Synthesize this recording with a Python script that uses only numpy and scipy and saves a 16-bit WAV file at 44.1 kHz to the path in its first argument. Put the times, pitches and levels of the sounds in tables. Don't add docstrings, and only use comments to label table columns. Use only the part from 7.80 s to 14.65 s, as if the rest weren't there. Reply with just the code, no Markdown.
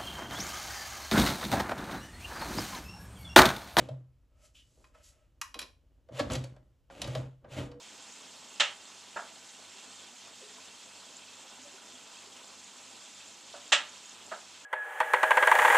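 import sys
import numpy as np
from scipy import signal
from scipy.fft import rfft, irfft, next_fast_len
from scipy.io import wavfile
from scipy.ndimage import uniform_filter1d, map_coordinates

SR = 44100
rng = np.random.default_rng(int(sys.argv[2]) if len(sys.argv) > 2 else 0)


def to_wav(sig):
    pcm = np.clip(np.atleast_2d(sig), -1, 1) * 32767
    pcm = np.round(pcm).astype(np.int16)
    wavfile.write(sys.argv[1], SR, pcm.T)


N = 302085

# f/Hz, width/Hz, lift/dB
LID = [(970, 60, 7), (2580, 50, 5), (2750, 45, 3.5), (3214, 250, 3), (3560, 47, 5.5), (6580, 160, 1.5),
       (7070, 140, -0.5)]
# f/Hz, likeness (1 is identical; more counts as 1)
TANK_LIKENESS = [(35, 0.3), (100, 0.75), (300, .8), (700, 0.73), (1800, 1.08), (3100, 1.1), (5500, 0.8),
                 (8500, 1), (11000, 1)]


def amp(db):
    return 10 ** (np.asarray(db) / 20)


def unit(x):
    return x / np.sqrt(np.mean(x ** 2) + 1e-20)


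def along(points, hz):
    f, v = np.transpose(points)
    return np.interp(np.log(hz + 1), np.log(f + 1), v)


def wobble(rate):
    knots = rng.standard_normal(int(N * rate / SR) + 4)
    return map_coordinates(knots, [np.arange(N) * rate / SR])


def filtered(x, response):
    m = next_fast_len(x.shape[-1] + 8192)
    gain = response(np.fft.rfftfreq(m, 1 / SR))
    return irfft(rfft(x, m) * gain, m)[..., :x.shape[-1]]


def spread(shared, opposed, likeness):
    def shares(hz):
        turn = np.arccos(np.clip(along(likeness, hz), -1, 1)) / 2
        return np.array([np.cos(turn), np.sin(turn)])

    mid, side = filtered(np.array([shared, opposed]), shares)
    return np.array([mid + side, mid - side])


def patchy(depth_db, size):
    z = signal.stft(rng.standard_normal((2, N)), nperseg=256)[2]
    field = rng.standard_normal(z.shape[1:])
    field = uniform_filter1d(uniform_filter1d(field, size, 0), size, 1)
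    return unit(signal.istft(z * amp(depth_db * unit(field)), nperseg=256)[1][:, :N])


def bubbles(s, db, hz, cycles, rise, size):
    k = np.arange(size)
    u = k * hz[:, None] / SR / cycles
    envelope = amp(db)[:, None] * np.e * u * np.exp(-u)
    tone = envelope * np.sin(2 * np.pi * cycles * u * (1 + rise * u))
    places = np.round(s * SR).astype(int)[:, None] + k
    return np.bincount(places.ravel(), tone.ravel(), N + size)[:N]


def dying(count):
    # f/Hz, t60/s
    reverb_time = [(250, 0.31), (1000, .3), (3000, .27), (8000, .2)]
    hz, t, z = signal.stft(rng.standard_normal((2, count)), SR, nperseg=256)
    decay = amp(-60 * t / along(reverb_time, hz)[:, None])
    return signal.istft(z * decay, SR, nperseg=256)[1][:, :count]


def room(x):
    tail = dying(count=SR // 2)
    tail = tail / np.linalg.norm(tail[0])
    answer = signal.fftconvolve(x[None], tail, axes=1)[:, :len(x)]
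    return spread(*answer, TANK_LIKENESS)


def pump():
    # mains multiple, level/dB rms
    strong_tones = [(1, -98), (2, -84), (4, -77), (5, -78), (10, -83), (13, -83), (16, -78), (20, -77),
                    (25, -81), (26, -78), (27, -75), (28, -81), (30, -75), (43, -81), (48, -82)]
    rotor_levels = [-83, -82, -84]
    mains_hz, last_multiple = 50.042, 50
    faint_db, faint_scatter_db = -88.5, 4.5
    slip_hz = 3.08
    quiet_s = .075
    t = np.arange(N) / SR
    mains = 2 * np.pi * mains_hz * t
    start = 2 * np.pi * rng.random(100)
    faint = faint_db + faint_scatter_db * rng.standard_normal(last_multiple)
    levels = dict(enumerate(faint, 1)) | dict(strong_tones)
    hum = sum(amp(db) * np.sin(k * mains + start[int(k)]) for k, db in levels.items())
    rotor = 2 * mains - 2 * np.pi * slip_hz * (t - quiet_s)
    for k, db in enumerate(rotor_levels, 1):
        hum -= amp(db + .6 * wobble(2.53)) * np.sin(k * rotor + start[2 * k])
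    return np.sqrt(2) * hum


def water():
    # f/Hz, relative level/dB per Hz
    burble_colour = [(20, -26), (64, -19), (130, -14.5), (190, -9.5), (250, -0.5), (320, -4), (400, -5.5),
                     (900, -1), (1500, -10), (2500, -28.5)]
    # f/Hz, relative level/dB per Hz
    hiss_colour = [(600, -30), (1200, -13), (1800, -7.5), (2600, -5), (3300, -3.5), (4500, -4.5),
                   (6000, -5.5), (7400, -2.5), (9000, -13.5), (11500, -26), (15000, -52)]
    # t/s, mean level/dB
    burble_course = [(0, -60), (2.3, -60.4), (3.3, -60.5), (4.4, -58.5), (5.2, -60.5), (6.85, -60)]
    hiss_db = -52.5
    burble_db = np.interp(np.arange(N) / SR, *np.transpose(burble_course))
    burble = unit(filtered(patchy(2.0, size=7), lambda hz: amp(along(burble_colour, hz))))

    when, pitch, strength = rng.random((2500, 3)).T
    crackle = bubbles(when * N / SR, -1.8 * np.log(strength), 4500 * 2.4 ** pitch,
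                      cycles=1.26, rise=0.038, size=128)
    when, pitch, strength = rng.random((1200, 3)).T
    singing = bubbles(when * N / SR, -1.6 * np.log(strength), 2400 * 3.8 ** pitch,
                      cycles=10, rise=0.0023, size=1024)
    swarms = amp(-13.5) * unit(crackle) + amp(-16) * unit(singing)
    fizz = patchy(1.52, size=9) + [[1], [0]] * swarms

    def under_lid(hz):
        lift = sum(db / (1 + (2 * (hz - centre) / width) ** 2) for centre, width, db in LID)
        return amp(along(hiss_colour, hz) + lift)

    hiss = unit(filtered(fizz, under_lid))
    flow = amp(burble_db + 0.76 * wobble(6)) * burble
    flow = flow + amp(hiss_db + 0.5 * wobble(12)) * hiss
    return spread(*flow, TANK_LIKENESS) + amp(-13) * room(flow[0])


def big_bubbles():
    # t/s, peak level/dB near the tank, starting f/Hz, cycles until the peak
    single = [(.323, -45, 6520, 5), (1.95, -59, 390, 3), (2.333, -58, 727, 4), (2.616, -54, 518, 3),
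              (2.624, -52.5, 407, 5.9), (2.69, -51, 1840, 4), (2.782, -54, 977, 5), (3.368, -38.5, 7100, 4),
              (3.435, -51, 2600, 6.3), (3.755, -58, 680, 3), (3.849, -53, 560, 4.3), (3.865, -57, 680, 4),
              (3.87, -58, 275, 2.1), (3.94, -56.5, 388, 2.6), (3.98, -55, 1420, 4), (4.152, -49, 3200, 7),
              (4.469, -57, 398, 3)]
    pings, ping_db, ping_db_per_octave = 16, -50, 5.5
    s, db, hz, cycles = np.transpose(single)
    when, which, strength = rng.random((pings, 3)).T
    upper = np.transpose(LID)[0, 1:]
    ping_hz = upper[(which * len(upper)).astype(int)]
    level = ping_db + ping_db_per_octave * np.log2(ping_hz / 3000) + 2.5 * (strength - .5)
    near = bubbles(s, db, hz, cycles[:, None], rise=.008, size=4096)
    near = near + bubbles(when * N / SR, level, ping_hz, cycles=6, rise=0.0075, size=1024)
    return near + amp(-3.0) * room(near)


def blows():
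    # t/s, level/dB of the early noise, softness (0 snap, 1 thud), hollow body/dB re that noise
    strokes = [(.798, -21.5, 0.13, -13), (1.3614, -36, .4, -11), (5.737, -48, 1, 5),
               (5.92, -18.5, 0, -14.5), (6.514, -37.5, 0.31, -13)]
    # f/Hz, relative level/dB per Hz
    snap_colour = [(90, -55), (150, -32.5), (440, -22.5), (615, -7.5), (700, -14.5), (840, -8.5),
                   (1080, -11), (1320, -4.5), (1520, -10), (1950, -3.5), (2330, -7.5), (2900, 0.5),
                   (4070, -7), (4600, -13), (5800, -12.5), (7600, -11), (12000, -47.5), (15600, -92)]
    knock_colour = [(120, -46), (200, -16), (330, -17), (410, -7.5), (525, -8), (650, 2.5), (1100, -5),
                    (1340, 1.5), (1650, -3), (2000, -12.5), (3200, -20), (4500, -30), (8800, -120)]
    # f/Hz, mean relative level/dB, t60/s
    modes = [(1335, -6, 0.23), (1643, -3.5, 0.25), (1754, -5, 0.23), (2240, -22, .2), (2760, 4, 0.13),
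             (3130, -9, 0.37), (3250, -5, 0.23), (3365, -14, 0.29), (3800, -7, .15), (4280, -13, .15),
             (6350, -22, 0.091), (7400, -15, .2)]
    # delay/s, relative level/dB
    walls = [(0, -5), (.004, -3.5), (.008, 1), (.012, -4.5), (.016, -4.5), (.023, -9.5), (0.038, -12)]
    # f/Hz, likeness
    blow_likeness = [(300, 1), (3000, 0.95), (5500, .85), (7000, 0.76), (9000, 1)]
    hard_hz, soft_hz = 15000, 1500
    body_hz = 576.4
    out, t = np.zeros((2, N + SR)), np.arange(SR // 2) / SR
    cracks = sum(amp(db - 60 * np.abs(t - lag) / .022) * np.clip((t - lag) / 0.00068, 0, 1)
                 for lag, db in walls)
    filling = 1 - np.exp(-t / 0.0053)
    for s, db, soft, body_db in strokes:
        cut_hz = hard_hz * (soft_hz / hard_hz) ** soft
        knock = soft > .2
        table = knock_colour if knock else snap_colour
        noise = rng.standard_normal((2, len(t))) * cracks
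        noise = noise + amp(-3.0) * filling * dying(count=len(t))
        noise = filtered(noise, lambda hz: amp(along(table, hz)) / (1 + (hz / cut_hz) ** 4))
        noise = spread(*noise, blow_likeness)
        ring = 0
        for hz, level, t60 in modes:
            decay = amp(level + rng.normal(0, 2.7) - 60 * t / t60)
            damping = 1 + knock * (hz / 2000) ** 6 + (hz / cut_hz) ** 8
            ring = ring + decay / damping * np.sin(2 * np.pi * (hz * t + rng.random()))
        body = amp(body_db - 60 * t / 0.22) * np.sin(2 * np.pi * body_hz * t)
        early_rms = np.sqrt(np.mean(noise[:, :1024] ** 2))
        blow = noise / early_rms + filling * (amp(-8 + 3.6 * knock) * ring + body)
        out[:, round(s * SR):][:, :len(t)] += amp(db) * blow
    return out[:, :N] * amp([[-.4], [.4]])


def scene():
    return pump() + water() + big_bubbles() + blows()


def record(dry):
    # f/Hz, left minus right/dB
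    port_balance = [(100, -1.8), (1000, -1.5), (2000, -.6), (4100, -2.2), (6500, -.7), (8300, -1.6),
                    (11000, -.1)]
    top_hz = 15000
    halves = np.array([[.5], [-.5]])
    return filtered(dry, lambda hz: amp(along(port_balance, hz) * halves) * (hz < top_hz))


dry = scene()
out = record(dry)
to_wav(out)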